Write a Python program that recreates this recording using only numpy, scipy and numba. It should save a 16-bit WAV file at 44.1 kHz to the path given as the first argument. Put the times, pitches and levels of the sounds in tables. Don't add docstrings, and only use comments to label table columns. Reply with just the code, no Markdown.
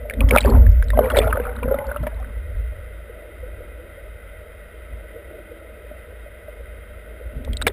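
import sys
import numpy as np
from scipy import signal
from scipy.fft import rfft, irfft
from scipy.io import wavfile
from scipy.ndimage import uniform_filter1d
from numba import njit

SR = 44100
rng = np.random.default_rng(int(sys.argv[2]) if len(sys.argv) > 2 else 0)


def pcm_store(signal):
    levels = np.round(np.clip(np.atleast_2d(signal), -1, 1) * 32767)
    wavfile.write(sys.argv[1], SR, levels.astype(np.int16).T)


def level_to_linear(level):
    exponent = np.asarray(level, float) / 20
    return 10 ** exponent


N = 340452


def unit(x):
    return x / np.sqrt(np.mean(x ** 2))


def lowpass(x, order, hz):
    return signal.sosfilt(signal.butter(order, hz, fs=SR, output="sos"), x)


def curves(table):
    s, *columns = np.transpose(table)
    t = np.arange(N) / SR
    gate = np.interp(t, [s[0] - 0.03, s[0], s[-1], s[-1] + 0.05], [0, 1, 1, 0])
    return gate, [np.interp(t, s, column) for column in columns]


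def walk(rate):
    hold = int(SR / rate)
    steps = np.repeat(rng.standard_normal(N // hold + 1), hold)
    return 1.77 * uniform_filter1d(uniform_filter1d(steps, hold), hold)[:N]


def resonant(x, modes):
    f = np.fft.rfftfreq(N, 1 / SR)
    power = sum(level_to_linear(2 * db) / (1 + (2 * (f - hz) / width) ** 2) ** 2 for hz, width, db in modes)
    return unit(irfft(rfft(x) * np.sqrt(power), N))


@njit
def svf(x, hz, width):
    y, band, low = np.empty(len(x)), 0., 0.
    for i in range(len(x)):
        g, k = np.tan(np.pi * hz[i] / SR), width / hz[i]
        v = (band + g * (x[i] - low)) / (1 + g * (g + k))
        band = 2 * v - band
        low = low + 2 * g * v
        y[i] = k * v
    return y


@njit
def rings(s, size, hz, t60, rise, glide):
    out = np.zeros(N)
    for e in range(len(s)):
        start, length, phase = int(s[e] * SR), int(t60[e] * SR), 0.
        for i in range(max(start, 0), min(start + length, N)):
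            age = (i - start) / SR
            phase += 2 * np.pi * hz[e] * (1 + glide * age / t60[e]) / SR
            swell = min(age * hz[e] / rise, 1.)
            out[i] += size[e] * swell * 1000. ** (-age / t60[e]) * np.sin(phase)
    return out


def bubble_cloud(count, lo_hz, hi_hz, cycles, scatter_db, glide):
    when, pitch, strength = rng.random((count, 3)).T
    hz = lo_hz * (hi_hz / lo_hz) ** pitch
    size = level_to_linear(scatter_db * np.minimum(-np.log(1 - strength), 3.2))
    return unit(rings(when * N / SR, size, hz, cycles / hz, 5.3, glide))


def fizz(table, gain_db, dull_hz, scatter_db, count):
    gate, columns = curves(table)
    crackle = bubble_cloud(count, lo_hz=780, hi_hz=4600, cycles=28, scatter_db=scatter_db, glide=0.1)
    return gate * level_to_linear(columns[-1] + gain_db) * unit(lowpass(crackle, 3, dull_hz))


def fading(table, fade_s, longer=0):
    return [(s, db, hz, fade_s * level_to_linear(-longer * db)) for s, db, hz in table]


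def hits(table, ring_s, rise, spread, rattle_db, crack_db, crack_width, count, snap_db=-60):
    s, peak_db, hz, fade = np.transpose(table)
    ring = np.clip(fade, 0.008, ring_s)
    out = rings(s, level_to_linear(peak_db + 3.5), hz, ring, rise, 0.02)

    chance = np.clip(rng.standard_normal((len(s), count, 2)), -1.4, 1.4)
    late = rng.random((len(s), count)) ** 1.3
    for k in range(count):
        near_hz = np.clip(hz * np.exp(spread * chance[:, k, 0]), 60, 5400)
        near_db = peak_db + rattle_db + 3.5 * chance[:, k, 1] - 12 * late[:, k]
        near_db = near_db - 20 * np.maximum(np.log2(near_hz / 4000), 0)
        near_s = s + 0.33 * np.clip(fade, 0, 0.08) * late[:, k]
        out = out + rings(near_s, level_to_linear(near_db), near_hz, 0.74 * ring, rise, 0.02)

    start = (s * SR).astype(int)
    blows = np.zeros(N)
    blows[start] = level_to_linear(peak_db + crack_db)
    latest = np.maximum(np.searchsorted(start, np.arange(N), "right") - 1, 0)
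    latest_hz = hz[latest]

    def noise_burst(decay_s):
        return signal.lfilter([1], [1, -np.exp(-1 / (decay_s * SR))], blows) * rng.standard_normal(N)

    crack = svf(svf(noise_burst(0.0033), latest_hz, crack_width), latest_hz, crack_width)
    snap = svf(noise_burst(0.0012), latest_hz, 2600.)
    return out + level_to_linear(snap_db - crack_db) * snap + crack * np.sqrt(SR / crack_width)


# peak time in seconds, pole
# shudder in dB, clamp groan in dB, time to fall 20 dB in seconds.
WATER_SHOVES = [(0.01, -34, -47, 0.5), (0.215, -17, -24, .2), (0.245, -9, -23.5, 0.1),
                (0.355, -15, -18, 0.05), (0.465, -11.5, -22, 0.27), (0.525, -9, -19, 0.19),
                (0.575, -1, -29, 0.12), (0.679, -6.5, -37, 0.17), (0.79, -12.5, -51, .2),
                (0.9, -14, -41, 0.27), (0.985, -28, -21.5, 0.13), (1.145, -20, -32, 0.81),
                (1.66, -24.5, -29, 0.2), (1.75, -34, -33, 0.18), (1.88, -26, -43, .14),
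                (2.02, -24.5, -32.5, 0.16), (2.14, -25.5, -51.5, 0.86), (2.38, -28, -63, 0.67),
                (2.57, -22, -62, 0.38), (3.42, -33, -66, 0.7), (4.03, -37, -66, 0.5),
                (4.925, -31.5, -58, 0.2), (5.275, -39, -65, 0), (6.6, -37.5, -64, 1.5),
                (7.265, -30, -55, .08), (7.37, -27, -37, 0.2), (7.5, -19, -33, 0.14), (7.6, -25, -40, .3),
                (7.676, -30, -24, 0)]


def jolted(column, stretch, calm_db):
    t, power = np.arange(N) / SR, level_to_linear(2 * calm_db)
    rise_s = 0.064
    for row in WATER_SHOVES:
        age = t - row[0]
        slope = np.maximum(age / (stretch * row[-1]), -age / rise_s)
        power = power + level_to_linear(2 * (row[column] - 20 * slope))
    return 10 * np.log10(power)


def pole():
    shudder_db = jolted(column=1, stretch=0.96, calm_db=-42)
    groan_db = jolted(column=2, stretch=0.73, calm_db=-64.5)
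    eddies = rng.standard_normal((3, N))
    bend = resonant(eddies[0], [(55.1, 14, 0)])
    bend = unit(bend / (0.49 + np.abs(signal.hilbert(bend))) ** 0.62)
    rest = resonant(eddies[1], [(82.8, 20, 3.5), (27, 9, -1.5)])
    groan = resonant(eddies[2], [(223.8, 32, 0), (255.0, 53, -2.0), (135.6, 35, -5)])
    groan = groan * level_to_linear(1.95 * walk(25))
    return level_to_linear(shudder_db) * (bend + level_to_linear(-8.5) * rest) + level_to_linear(groan_db) * groan


# start in seconds, peak level in dB, ring in Hz.
SHELL_KNOCKS = [(0.0525, -29, 600), (0.2072, -19.5, 534), (0.311, -14.5, 520), (0.3231, -6, 474),
                (0.3351, -8.5, 500), (0.345, -13, 540), (0.3613, 0, 581), (0.3782, -16, 600),
                (0.4475, -9.5, 566), (0.4905, -17, 524), (0.5688, -17, 570), (0.9326, -24.5, 600),
                (0.9744, -6.5, 640), (0.9902, 5.5, 600), (1.0066, -8.5, 500), (1.0666, -18, 484),
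                (1.1388, -20, 600), (1.1685, -7, 573), (1.1878, 0, 540), (1.2021, -17, 584),
                (1.2713, -14.5, 626), (1.35, -23, 520), (1.3733, -13.5, 575), (1.3985, -14, 480),
                (1.6259, -20.5, 493), (1.655, -17, 508), (1.6778, -17, 527), (1.72, -18, 554),
                (1.7417, -12, 568), (1.7861, -20.5, 561), (1.815, -25, 560), (1.852, -30, 568),
                (1.885, -29, 572), (1.914, -24, 578), (1.961, -25.5, 590), (2.0316, -25, 600),
                (2.0677, -18, 608), (2.128, -34, 640), (2.2, -38, 752), (7.6685, -9, 480)]


def knocks():
    blows = fading(SHELL_KNOCKS, fade_s=0.0251, longer=0.42)
    return hits(blows, ring_s=0.092, rise=1.33, spread=0.477, rattle_db=-22.0,
                crack_db=-34, crack_width=390.0, count=3)


# start in seconds, peak level in dB, ring in Hz.
SINKING_TICKS = [(0.0983, -18.5, 2200), (0.1083, -22.5, 1770), (0.1367, -27, 1940), (0.2065, -14.5, 2500),
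                 (0.2883, -23, 2000), (0.309, -7, 2250), (0.3237, -27, 1340), (0.3345, -16, 1360),
                 (0.3423, -21, 1370), (0.3502, -11, 1350), (0.3609, -3.5, 1350), (0.3741, -9.5, 2490),
                 (0.3832, -2.5, 2310), (0.394, -30, 1600), (0.4069, -19, 3900), (0.416, -29.5, 1900),
                 (0.4318, -27.5, 2326), (0.4411, -25.5, 2580), (0.4511, -23, 1640), (0.458, -20, 1574),
                 (0.5636, -36, 1500), (0.6652, -25, 1740), (0.8251, -19.5, 1575), (0.9034, -17.5, 1810),
                 (0.9727, -27.5, 2010)]
# start in seconds, peak level in dB, ring in Hz, fade time in seconds.
CLAMP_TICKS = [(7.4482, -34, 2310, 0.004), (7.5326, -23.5, 3240, 0.013), (7.5698, -22, 3830, 0.013),
               (7.6149, -27, 3500, .008), (7.616, -25, 1470, 0.012), (7.622, -15.5, 3800, 0.014),
               (7.623, -33, 1400, 0.019), (7.6673, -2, 2300, 0.00535), (7.6734, -21, 3720, 0.019),
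               (7.6784, -15, 2000, 0.013), (7.6802, -17, 3470, 0.017), (7.6998, -30, 1940, 0.01)]


def plastic_ticks():
    ticks = fading(SINKING_TICKS, fade_s=0.017) + CLAMP_TICKS
    return hits(ticks, ring_s=0.027, rise=1.26, spread=0.27, rattle_db=-12,
                crack_db=-13.5, crack_width=900.0, count=5, snap_db=-12)


# time in seconds, pitch of the pocket in Hz, level in dB.
AIR_POCKET = [
    (0.98, 552, -21),
    (1.104, 490, -29.5),
    (1.19, 468, -21),
    (1.33, 448, -38),
    (1.47, 504, -27.5),
    (1.59, 505, -39),
    (1.73, 547, -22.5),
    (1.92, 569.5, -29.5),
    (2.2, 654, -54),
]


def pocket():
    gate, (hz, level_db) = curves(AIR_POCKET)
    pops = rng.standard_normal(N) * level_to_linear(3.2 * walk(60.03))
    hz = hz * (1 + 0.015 * walk(14))

    def sing(ratio, width):
        return unit(svf(svf(pops, ratio * hz, width), ratio * hz, 4.0 * width))

    upper_modes = [(1.3, -27), (1.55, -12.5), (1.9, -17.5), (2.7, -14)]
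    upper = sum(level_to_linear(db) * sing(ratio, 35.0) for ratio, db in upper_modes)
    return gate * level_to_linear(level_db - 3.0) * (sing(0.98, 15.0) + upper)


# start in seconds, peak level in dB, ring in Hz.
SQUEEZE_TICKS = [(0.9891, -18, 1195), (1.042, -30.5, 2280), (1.0572, -29.5, 1930), (1.085, -28, 1250),
                 (1.1009, -18, 1320), (1.1036, -15.5, 1420), (1.1124, -22.5, 1393), (1.1462, -22.5, 1810),
                 (1.1525, -23, 1950), (1.1675, -17.5, 2282), (1.1873, -12.5, 3470), (1.2008, -24, 1900),
                 (1.217, -23.5, 2400), (1.23, -26.5, 1290), (1.2426, -21.5, 1380), (1.2588, -27, 1374),
                 (1.277, -22, 1390), (1.3086, -28, 1370), (1.3258, -13.5, 1530), (1.3571, -21.5, 1220),
                 (1.371, -21.5, 1480), (1.3989, -25, 1550), (1.4527, -24, 1280), (1.4676, -22.5, 1390),
                 (1.4933, -26.5, 1500), (1.567, -29.5, 1280), (1.588, -32, 1470), (1.631, -27.5, 2365),
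                 (1.6849, -27, 1339), (1.71, -30, 1400), (1.7417, -25.5, 1280), (1.7865, -27, 2020),
                 (1.891, -32, 1490), (1.9141, -21.5, 1480), (1.945, -31, 1350), (1.9614, -20, 1330),
                 (2.0359, -30, 1333), (2.0676, -28, 1740), (2.069, -29, 2250), (2.117, -39, 1650),
                 (2.227, -37, 1290), (2.245, -37, 1500)]


def squeeze_ticks():
    return hits(fading(SQUEEZE_TICKS, fade_s=0.027), ring_s=0.03, rise=1.5, spread=0.3, rattle_db=-9,
                crack_db=-12.5, crack_width=730.0, count=7, snap_db=-20)


# start in seconds, peak level in dB, ring
# in Hz, fade time in seconds.
SINGLE_RINGS = [(.293, -29.5, 5200, .012), (.456, -19, 400.4, .2), (.5, -21, 396, .19),
                (.933, -25, 1030, 0.048), (1.03, -23.5, 444, .15), (1.205, -19, 429, 0.13),
                (1.225, -22.5, 645, 0.17), (1.326, -16.5, 1257, .05), (1.63, -25.5, 980, 0.044),
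                (1.709, -15, 552, 0.13), (1.84, -34, 864, .17), (1.868, -42.5, 4500, .013),
                (1.97, -33.5, 2800, .015), (2.068, -25, 960, 0.0316), (2.145, -49, 3950, .012),
                (7.476, -32.5, 860, 0.02), (7.668, -12, 1690, 0.025), (7.682, -18, 600, .03),
                (7.69, -24, 400, .06), (1.008, -22, 400, .1), (1.135, -18, 520, .06),
                (1.18, -15.5, 400, .06), (1.283, -20, 690, .05), (1.06, -29, 950, .1)]


def single_rings():
    return hits(SINGLE_RINGS, ring_s=0.2, rise=1.6, spread=0.184, rattle_db=-4.5,
                crack_db=-25, crack_width=720.0, count=2)


# time in seconds, fizz level in dB.
AIR_FROTH = [
    (0.98, -41.5),
    (1.104, -34),
    (1.35, -36.5),
    (1.55, -43),
    (1.7, -45.5),
    (1.95, -46),
    (2.1, -54),
    (2.25, -56),
    (2.4, -62),
]


def froth():
    return fizz(AIR_FROTH, gain_db=0.0, dull_hz=1900., scatter_db=4.5, count=5000)


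# time in seconds, fizz level in dB.
PLUNGE_FOAM = [
    (0.205, -50),
    (0.216, -33),
    (0.254, -55.5),
    (0.364, -24),
    (0.385, -29),
    (0.392, -50),
    (0.44, -48),
    (0.455, -31),
    (0.56, -38),
    (0.68, -53),
]


def foam():
    return fizz(PLUNGE_FOAM, gain_db=2.5, dull_hz=1200., scatter_db=5.5, count=9000)


# start in seconds, length in seconds, level in dB, brightness in Hz.
SPRAY_SHEETS = [(0.302, 0.027, -30, 1502), (0.37, 0.0284, -31, 3000), (0.398, 0.099, -40, 3500),
                (1.138, 0.0204, -38.5, 2020), (1.159, 0.02, -24.5, 4040), (1.173, 0.018, -23.5, 4510),
                (1.218, 0.037, -32, 2535), (7.667, 0.013, -19.5, 3200), (0.454, 0.0517, -33, 1200),
                (0.534, 0.041, -29.5, 1200), (7.6148, 0.0038, -27, 3300), (7.69, .014, -41, 2600),
                (1.1, 0.011, -31, 3190), (1.033, 0.036, -38, 2400), (1.629, 0.013, -38, 1800),
                (2.033, .012, -43, 2400), (2.065, 0.013, -39, 1900)]


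def spray():
    t, out = np.arange(N) / SR, 0
    drops = bubble_cloud(12000, lo_hz=500, hi_hz=5800, cycles=11.8, scatter_db=2.5, glide=-0.052)
    for s, length, db, hz in SPRAY_SHEETS:
        corners = s + length * np.array([0, 0.08, 0.8, 1.5])
        gate = np.interp(t, corners, [0.0016, 0.91, 0.97, 0.0015])
        out = out + gate * level_to_linear(db) * unit(lowpass(drops, 2, hz))
    return out


# start in seconds, peak level in dB, ring in Hz, fade time in seconds.
HIGH_PINGS = [(0.1371, -35.5, 3640, 0.0265), (0.2882, -23, 3133, 0.0115), (0.2931, -29.5, 3250, 0.011),
              (0.3605, -24, 3620, 0.019), (0.3732, -26, 3490.0, 0.044), (0.3831, -24, 3870, 0.0088),
              (0.4143, -20.5, 3160, 0.0095), (0.4261, -33.5, 4480, 0.014), (0.4472, -28, 3200, 0.011),
              (0.4573, -30.5, 4600, 0.016), (0.5002, -30, 4330, 0.017), (0.9032, -29.5, 3685, 0.018),
              (0.9911, -28, 3030, 0.012), (1.1179, -30.5, 3300, 0.017), (1.1688, -17.5, 3772, 0.036),
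              (1.5635, -38, 3830, 0.012), (2.0287, -39, 3150, 0.01), (2.0668, -39, 3374, 0.013),
              (7.4484, -31, 3665, 0.0082), (7.67, -28, 5200, .02), (0.716, -44, 5200, 0.0092),
              (0.841, -41, 5200, .012), (0.8842, -34, 3900, 0.012), (0.944, -42, 3330, .01),
              (0.9655, -41, 3000, .01), (1.1002, -24, 2820, 0.02), (1.2289, -37, 3500, .014),
              (1.2753, -35.5, 3500, .014), (1.3042, -32, 2850, 0.02), (1.7442, -39.5, 3580, 0.015),
              (1.903, -45.5, 3500, .012), (2.2, -48, 3600, .01), (2.2, -52, 5400, .01)]


def pings():
    return hits(HIGH_PINGS, ring_s=0.02, rise=3.6, spread=0.27, rattle_db=-6,
                crack_db=-15.5, crack_width=3000.0, count=2)


# start in seconds, peak
# level in dB, ring in Hz, fade time in seconds.
POLE_THUMPS = [(.334, -26, 178.6, 0.062), (.981, -22.5, 124, 0.048), (2.003, -25, 130, 0.072),
               (.33, -17, 86, 0.13), (.65, -17, 82, 0.21), (1.245, -19.5, 90, 0.16), (1.43, -28, 88, .15),
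               (1.67, -23, 80, 0.21), (2.008, -25, 88, .15), (4.918, -41.5, 120, 0.04),
               (5.912, -36, 250, .04), (7.361, -27, 127, 0.074), (7.486, -32, 142, 0.092)]


def thumps():
    return hits(POLE_THUMPS, ring_s=0.22, rise=0.59, spread=0.28, rattle_db=-8,
                crack_db=-23, crack_width=150., count=3)


# start in seconds, peak level in dB, ring in Hz, fade time in seconds.
FAR_GULPS = [(3.0949, -27, 476, 0.047), (3.4293, -27.5, 500.0, 0.1), (3.6022, -27, 496, 0.051),
             (3.7926, -33.5, 500.0, 0.118), (3.9782, -28.5, 555, 0.041), (5.1567, -29.5, 467, 0.092),
             (5.5127, -33, 480.0, 0.11), (5.9126, -26.5, 600.0, 0.037), (6.2604, -27, 580, 0.0389),
             (6.4817, -25.5, 600.0, 0.065), (6.6053, -27, 532, 0.027), (7.2087, -23, 478, 0.029),
             (7.4757, -16, 540, 0.021)]


def gulps():
    return hits(FAR_GULPS, ring_s=0.0935, rise=2.9, spread=0.148, rattle_db=-15.5,
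                crack_db=-39, crack_width=180.0, count=2)


# peak time in seconds, half length in seconds, lift of the lowest hollow mode in dB.
SEA_SWELLS = [
    (0.297, 0.2, 14),
    (0.75, 0.18, 3.5),
    (1.148, .15, 4.5),
    (2.502, 0.28, 4.5),
    (3.506, 0.56, 12.5),
    (5.453, 0.5, 12.5),
    (7.413, 0.51, 11.5),
]
# time in seconds, level in dB.
HOLLOW_STIR = [(0.0, -43), (0.38, -34), (0.395, -52), (0.44, -51), (0.452, -32), (0.66, -38), (0.75, -47),
               (0.99, -42), (1.14, -24.5), (1.27, -33.5), (1.44, -39.5), (1.87, -57)]


def lapping():
    t = np.arange(N) / SR
    swell_db = sum(db * np.exp(-((t - s) / half) ** 2) for s, half, db in SEA_SWELLS)
    gate, (stir_db,) = curves(HOLLOW_STIR)
    swell_share = 0.243
    upper = level_to_linear(2 * (-48.5 + swell_share * swell_db)) + gate * level_to_linear(2 * stir_db)
    return 10 * np.log10(upper), -61.5 + swell_db


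# centre in Hz, width in Hz, level in dB.
HOLLOW_MODES = [
    (480, 134, -0.5),
    (600, 95, 2.5),
]


def slosh():
    level_db, lowest_db = lapping()
    blobs = bubble_cloud(900, lo_hz=323.7, hi_hz=701, cycles=19.0, scatter_db=3.0, glide=0.036)
    rush = rng.standard_normal((2, N)) * level_to_linear(1.03 * walk(30))
    upper = resonant(rush[0], HOLLOW_MODES) + level_to_linear(-7.5) * resonant(blobs, HOLLOW_MODES)
    lowest = resonant(rush[1], [(333.0, 66, 0)])
    return level_to_linear(level_db + 0.5) * upper + level_to_linear(lowest_db - 3.0) * lowest


# centre in Hz, width in Hz, level in dB.
WALL_MODES = [(165, 165, -2.5), (826.4, 55, -14), (994.3, 40, -9), (1304, 146.3, -2.5), (1486, 230, -0.5),
              (1961, 222, 1), (2095, 213, -2), (2482, 140, -7), (2696, 120, -11), (2864, 340, -17),
              (3160, 296, -12.5), (3687, 400, -16), (4830, 740, -28), (5550, 750, -35)]


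def wash():
    level_db = -48.5 + 0.32 * walk(26)
    return level_to_linear(level_db) * resonant(rng.standard_normal(N), WALL_MODES)


def scene():
    shell = pole() + knocks() + plastic_ticks() + pings() + thumps()
    air = pocket() + squeeze_ticks() + single_rings() + froth()
    water = foam() + spray() + gulps() + slosh() + wash()
    return (shell + air + water)[None]


def band_limit(x):
    return signal.sosfilt(signal.butter(12, 15940, fs=SR, output="sos"), x)


def record(dry):
    slow_hz, hold = 12000, 4
    slow = signal.resample_poly(dry, slow_hz // 300, SR // 300, axis=1)
    held = np.repeat(np.clip(slow, -1, 1), hold, axis=1)
    mirrored = signal.resample_poly(held, SR // 300, slow_hz * hold // 300, axis=1)
    mirrored = np.pad(mirrored, ((0, 0), (0, 8)))[:, :N]
    top_filter = signal.ellip(7, 0.3, 30, 15300, fs=SR, output="sos")
    mix = signal.sosfilt(top_filter, mirrored)
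    return band_limit(mix)


dry = scene()
out = record(dry)
pcm_store(out)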